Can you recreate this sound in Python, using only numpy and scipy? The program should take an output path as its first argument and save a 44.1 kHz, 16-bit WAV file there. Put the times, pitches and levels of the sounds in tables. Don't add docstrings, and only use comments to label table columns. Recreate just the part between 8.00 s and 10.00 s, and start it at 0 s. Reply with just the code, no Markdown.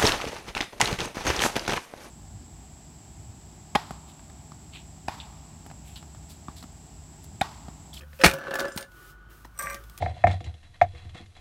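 import sys
import numpy as np
from scipy import signal
from scipy.io import wavfile

SR = 44100
rng = np.random.default_rng(int(sys.argv[2]) if len(sys.argv) > 2 else 0)


def gain_from_decibels(decibels):
    exponent = np.asarray(decibels, float) / 20
    return 10 ** exponent


def inscribe(sig):
    pcm = np.round(np.clip(np.atleast_2d(sig).T, -1, 1) * 32767)
    wavfile.write(sys.argv[1], SR, pcm.astype(np.int16))


N = 88200
T = np.arange(N) / SR
# [f/Hz, width/Hz, level/dB]
FIRST_MODES = [(251.8, 140, -16.5), (384, 17, -6), (548.5, 20, 0), (1131, 210, -12), (1396, 160, -10.5),
               (1515, 56, -4), (1732, 28, -2.5), (2690, 60, -16.5), (5630, 33, -20.5), (8360, 70, -28)]
# [f/Hz, width/Hz, level/dB]
SECOND_MODES = [(558.5, 14.8, -1), (1170, 40, 0.5), (1581, 54, 3), (1870, 59, -0.5), (2047, 40, 0),
                (2352, 250, -9), (5830, 50, -6), (8080, 110, -7.5), (8610, 82, -7.5), (12440, 33, -14),
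                (13220, 210, -17), (14201, 63, -11)]


def evened(x):
    return x / np.sqrt(np.mean(x ** 2) + 1e-20)


def curve(rows, axis):
    rows = np.array(rows)
    return np.interp(T, rows[:, 0], rows[:, axis], left=-120, right=-120)


def colour(x, points):
    f, db = np.transpose(points)
    hz = np.fft.rfftfreq(1024, 1 / SR)
    logs = np.log(gain_from_decibels(np.interp(np.log(hz + 1), np.log(f + 1), db)))
    full = np.concatenate([logs, logs[-2:0:-1]])
    taps = np.fft.ifft(np.exp(np.conj(signal.hilbert(full)))).real
    return signal.oaconvolve(x, taps / np.linalg.norm(taps))[:N]


def modes(x, table, widen):
    click = np.eye(1, 8000)[0]
    response = 0
    for k, (hz, width, db) in enumerate(table):
        r = np.exp(-np.pi * width * widen / SR)
        poles = [1, -2 * r * np.cos(2 * np.pi * hz / SR), r * r]
        response = response + (-1) ** k * gain_from_decibels(db) * (1 - r) * signal.lfilter([1, 0, -1], poles, click)
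    return signal.oaconvolve(x, response / np.linalg.norm(response))[:N]


def band(x, lo_hz, hi_hz):
    return signal.sosfilt(signal.butter(2, [lo_hz, hi_hz], "band", fs=SR, output="sos"), x)


def bursts(times, dbs, length, rise):
    total = 0
    for start, db in zip(times, dbs):
        u = np.clip(T - start, 0, 1)
        total = total + gain_from_decibels(db - 8.37 * u / length) * np.minimum(u / rise, 1)
    return total


def background():
    # [t/s, f/Hz, level/dB]
    engine = [(0, 71, -44.5), (.19, 75.8, -47.5), (.3, 54.56, -62.5), (1.15, 48.42, -50.5),
              (1.3, 52.87, -50.5), (1.88, 54.6, -44.5), (2, 53.26, -53)]
    # [multiple of the firing rate, level/dB]
    orders = [(1, 2), (2, -10), (3, -18)]
    # [f/Hz, level/dB per Hz]
    air_spectrum = [(40, -3.5), (194, -14), (392, -29), (990, -24.5), (1520, -19), (1800, -33.5),
                    (16000, -52)]
    turns = np.cumsum(curve(engine, axis=1)) / SR
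    hum = 0
    for k, db in orders:
        lumps_db = 2.3 * evened(band(rng.standard_normal(N), 1.4, 9))
        hum = hum + gain_from_decibels(db + lumps_db) * np.sin(2 * np.pi * k * turns)
    air = colour(rng.standard_normal(N), air_spectrum)
    return gain_from_decibels(curve(engine, axis=2) - 2) * hum + gain_from_decibels(-54.5) * evened(air)


def slide():
    # [t/s, shaft level/dB, hiss level/dB]
    rubbing = [(0, -53, -53), (.065, -71, -62), (.16, -79, -50), (.84, -66.5, -77), (.885, -73.5, -62.5),
               (.97, -53, -53), (1.105, -57, -48.5), (1.165, -62, -70.5), (1.275, -62.5, -86),
               (1.305, -53.5, -51.5), (1.42, -62, -55), (1.505, -75.5, -63), (1.79, -49, -52.5),
               (1.865, -65.5, -55.5), (2, -55.5, -54)]
    # [f/Hz, width/Hz, level/dB]
    shaft_modes = [(354.3, 43, -2.5), (1165, 26, -2.5), (1270, 41, -3.5), (1790, 180, -15),
                   (3070, 180, -20)]
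    # [f/Hz, level/dB per Hz]
    hiss_spectrum = [(2000, -4), (4000, -7.5), (10500, -9), (13000, -5.5), (16000, -6)]
    rub = gain_from_decibels(curve(rubbing, axis=1) - 2.0) * rng.standard_normal(N)
    hiss = gain_from_decibels(curve(rubbing, axis=2) - 5.0) * rng.standard_normal(N)
    return modes(rub, shaft_modes, 1) + band(colour(hiss, hiss_spectrum), 1800, 16500)


def head_ring(waver_db):
    # [t/s, level/dB]
    ring = [(0, -69), (.83, -89), (.875, -61), (1.01, -57.5), (1.24, -60.5), (1.44, -70.5), (2, -65)]
    ring_hz = 1468
    return gain_from_decibels(curve(ring, axis=1) + 4 + waver_db / 2) * np.sin(2 * np.pi * ring_hz * T)


def knocks(rows, body, widen, chatter_s):
    push = np.zeros(N)
    luck = rng.random((len(rows), 2, 5))
    first = np.arange(5) == 0
    for (s, db, ms), (late, size) in zip(rows, luck):
        near = slice(round(s * SR) - 100, round(s * SR) + 900)
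        late = late * np.arange(5) / 4
        size = np.where(first, 1, 2 * size - 1)
        u = (T[near, None] - s - chatter_s * late) * 1000 / np.clip(ms, .03, 2)
        shape = np.sin(np.pi * np.clip(u + .25, 0, 1))
        push[near] += gain_from_decibels(db + 20.5) * (shape / (shape.sum(0) + 1e-9)) @ size / np.linalg.norm(size)
    return modes(push, body, widen)


def catches():
    # [t/s, level/dB, contact/ms]
    touches = [(.009, -45.5, 0.15), (.02, -45, 0.26), (.033, -29.5, 0.56), (.131, -46, .1), (.19, -44, .1),
               (.202, -39.5, 0.12), (.2135, -28.5, 0.087), (.217, -27, .1)]
    # [t/s, level/dB, contact/ms]
    snags = [
        [(.384, -31, .15), (.45, -33, 0.35), (.468, -29, .3), (.481, -23, 0.51), (.508, -24.5, 0.36),
         (.5365, -22.5, 0.1), (.554, -23, 0.071), (.588, -25, 0.064), (.601, -26, 0.16), (.61, -21, 0.54),
         (.645, -24, 0.36), (.657, -20.5, 0.44), (.684, -28.5, 0.57)],
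        [(1.592, -30, 0.22), (1.626, -17.5, 0.82), (1.67, -26, .12), (1.690, -30.5, .15), (1.70, -32, 0.079),
         (1.709, -34, 0.098)],
    ]
    # [t/s, level/dB, contact/ms]
    pings = [
        [(.6, -54, 0.033), (.682, -43.5, 0.023), (.72, -44, 0.024)],
        [(1.577, -44, .06), (1.5895, -28.5, 0.023), (1.596, -32, .05), (1.6225, -39, .03), (1.667, -47, 0.069),
         (1.686, -49, .03), (1.7035, -37.5, 0.029)],
    ]
    # [f/Hz, width/Hz, level/dB]
    touch_modes = [(523, 35, -2.5), (1770, 160, -2.5), (2550, 210, -1), (3217, 70, -2.5), (3930, 110, -8),
                   (5250, 140, -5.5)]
    # [f/Hz, width/Hz, level/dB]
    tine_modes = [(5060, 70, -1), (6169, 40, -5), (7185, 22, 1), (8450, 25, -4), (8757, 10, -3)]
    low = [m for m in SECOND_MODES if m[0] < 3200]
    high = [m for m in SECOND_MODES if m[0] >= 3200]
    out = knocks(touches, touch_modes, 0.83, 0.0026)
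    out = out + knocks(snags[0], FIRST_MODES[:8], 1.46, 0.0054) + knocks(snags[1], low, 0.82, 0.00603)
    return out + knocks(pings[0], tine_modes, 1, 0.000277) + knocks(pings[1], high, 0.97, .004)


def ticks(rows, body_db, length):
    s, db, top_db = np.transpose(rows)
    mid = bursts(s, db, length, .0008) * rng.standard_normal(N)
    treble = bursts(s, db + top_db, length, .001) * rng.standard_normal(N)
    crack = gain_from_decibels(-4.0) * band(mid, 1500, 5700)
    return crack + gain_from_decibels(body_db) * band(mid, 500, 1000) + gain_from_decibels(-5.0) * band(treble, 5600, 19000)


def grit():
    grains_per_s, spread_db = 980, 4.5
    hits = rng.random(N) < grains_per_s / SR
    size = gain_from_decibels(spread_db * np.minimum(rng.exponential(1, N), 3.0)) * hits
    smeared = signal.lfilter([1], [1, -.88], size)
    return evened((smeared + .5) * rng.standard_normal(N))


def drag(rows, body, widen, rough_db, hiss_db, tine_db, climb_db):
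    press = gain_from_decibels(curve(rows, axis=1)) * grit()
    fine = gain_from_decibels(curve(rows, axis=2)) * grit()
    press = press * gain_from_decibels(1.2 * evened(band(rng.standard_normal(N), 20, 62)))
    climb = gain_from_decibels(climb_db * (np.interp(T, [rows[0][0], rows[-1][0]], [0, 1]) - .5))
    deep = [m for m in body if m[0] < 1450]
    bright = [m for m in body if 1450 <= m[0] < 3200]
    tine = [m for m in body if m[0] >= 3200]
    head = gain_from_decibels(-0.73) * modes(press / climb, deep, widen) + gain_from_decibels(-3.4) * modes(press * climb, bright, widen)
    scrape = gain_from_decibels(rough_db) * band(press, 89, 2100) + gain_from_decibels(hiss_db) * band(fine, 2200, 12000)
    return head + scrape + gain_from_decibels(tine_db) * modes(fine, tine, 1.0)


def shaft_thuds():
    # [t/s, level/dB, f/Hz, 60 dB decay/s]
    thuds = [(0.196, -34, 535.6, 0.53), (0.2523, -8, 183.5, 0.065), (0.255, -11.5, 62.4, 0.072),
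             (0.333, -34, 149.6, 0.16), (0.762, -21.5, 202, 0.021), (1.448, -39, 1850, 0.018),
             (1.4505, -32.5, 954, 0.015), (1.452, -38.5, 293, 0.021), (1.639, -38, 163, 0.085),
             (1.744, -42, 213, 0.059)]
    out = 0
    for s, db, hz, t60 in thuds:
        u = np.clip(T - s, 0, 2)
        out = out + gain_from_decibels(db - 60 * u / t60) * np.minimum(u / 0.00067, 1) * np.sin(2 * np.pi * hz * u)
    return out


def clank():
    # [t/s, peak level/dB, treble share/dB]
    blows = [(0.2371, -1, -15), (0.2408, -4.5, -3), (0.2435, 0, -5.5), (0.2459, -3, -3.5),
             (0.2519, -15.5, 12.5), (0.2553, -12, -4), (.259, -4, 1), (0.263, -8, 6.5),
             (0.268, -15.5, -2.5), (0.276, -19, 3), (.283, -15.5, -11), (0.29, -17.5, -10),
             (0.297, -25, 7.5), (0.3118, -26.5, 10)]
    # [f/Hz, width/Hz, level/dB]
    head_modes = [(576, 63, -4), (1474, 49, -9), (1700, 16, -8), (1960, 90, 6.5), (2144, 39, 6.5),
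                  (2505, 60, 2.5), (3950, 430, 5), (9070, 94, -0.5)]
    # [f/Hz, level/dB per Hz]
    crash = [(200, -2.5), (800, -7), (2200, -1.5), (5000, -15.5), (14000, -22), (16000, -28)]
    s, db, top_db = np.transpose(blows)
    low = bursts(s, db, 0.0021, .0003) * rng.standard_normal(N)
    high = bursts(s, db + top_db, 0.0021, 0.0018) * rng.standard_normal(N)
    head = gain_from_decibels(-8.5) * modes(low, head_modes, 2.1)
    return head + band(colour(low, crash), 250, 5300) + gain_from_decibels(2.0) * band(colour(high, crash), 3000, 16500)


def tine_rings(waver_db):
    # [start t/s, damped t/s, f/Hz, level/dB]
    tines = [(.34, .47, 5870, -59), (.61, .69, 8757, -59), (.762, .826, 8757, -48),
             (1.731, 1.86, 1271, -55), (1.898, 1.97, 8500, -64)]
    out = 0
    for s, end, hz, db in tines:
        u = np.clip(T - s, 0, 2)
        level_db = db - 60 * u - 1670 * np.clip(T - end, 0, 1) + 2 * waver_db
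        out = out + (u > 0) * gain_from_decibels(level_db) * np.sin(2 * np.pi * hz * u)
    return out


def yard(x):
    t = np.arange(6000) / SR
    tail = rng.standard_normal(6000) * gain_from_decibels(-60 * t / 0.16) * (t > .004)
    return signal.oaconvolve(x, tail / np.linalg.norm(tail))[:N]


def scene():
    # [t/s, peak level/dB, treble share/dB]
    early_ticks = [(.012, -42.5, -5), (.131, -44, -27), (.2135, -20.5, -9), (.336, -22.5, -2),
                   (.385, -38, 0), (.5085, -26.5, -16), (.540, -22.5, -5), (.554, -18, -9.5),
                   (.588, -55.5, 29.5), (.595, -14, -40), (.603, -18.5, -7), (.652, -27, -20),
                   (.681, -44, 4), (.761, -33.5, 4), (.775, -13, -7), (.783, -56, 22), (.798, -56, -8),
                   (.8083, -29.5, -1), (.8255, -27, -13), (.841, -51.5, -12), (.9175, -42.5, -10)]
    # [t/s, peak level/dB, treble share/dB]
    late_ticks = [(1.447, -38.5, -18), (1.452, -40, 0), (1.576, -39, -1), (1.622, -31, 7.5),
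                  (1.699, -30.5, 4), (1.731, -29, -6), (1.744, -23.5, -3), (1.7475, -31.5, -10),
                  (1.755, -38, -6), (1.765, -48, -14), (1.838, -37, -5), (1.897, -37, 0), (1.9765, -28, -1),
                  (1.985, -32.5, -4)]
    # [t/s, pressure level/dB, grit hiss level/dB]
    strokes = [
        [(.19, -50.5, -52.5), (.214, -38.5, -47.5), (.29, -35, -44), (.41, -44.5, -70), (.48, -41, -63),
         (.61, -36.5, -51), (.68, -39.5, -61), (.745, -51, -54), (.8, -42.5, -60), (.85, -53, -74)],
        [(1.545, -59, -72), (1.587, -60, -70), (1.591, -38, -37.5), (1.619, -37, -51), (1.624, -39, -42.5),
         (1.665, -38, -53), (1.706, -39, -50.5), (1.762, -50, -63), (1.775, -56, -80)],
    ]
    waver_db = evened(band(rng.standard_normal(N), 10, 60))
    rake = head_ring(waver_db) + catches() + shaft_thuds() + clank() + tine_rings(waver_db)
    rake = rake + ticks(early_ticks, -0.49, 0.0041) + ticks(late_ticks, 0.5, 0.0027)
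    rake = rake + drag(strokes[0], FIRST_MODES, widen=1.1, rough_db=-0.5, hiss_db=-1.6,
                       tine_db=-13.5, climb_db=0.1)
    rake = rake + drag(strokes[1], SECOND_MODES, widen=0.65, rough_db=-0.44, hiss_db=-2.2,
                       tine_db=3.0, climb_db=6.0)
    return (rake + gain_from_decibels(-10.5) * yard(rake) + slide() + background())[None]


def top_cut(x):
    return signal.sosfilt(signal.butter(12, 16980, fs=SR, output="sos"), x)


def record(dry):
    x = signal.sosfilt(signal.butter(3, 42., "high", fs=SR, output="sos"), dry)
    x = np.tanh(x / .95) * .95
    x = signal.oaconvolve(x, signal.firwin(255, 15900, fs=SR)[None], "same")
    return top_cut(x)


dry = scene()
out = record(dry)
inscribe(out)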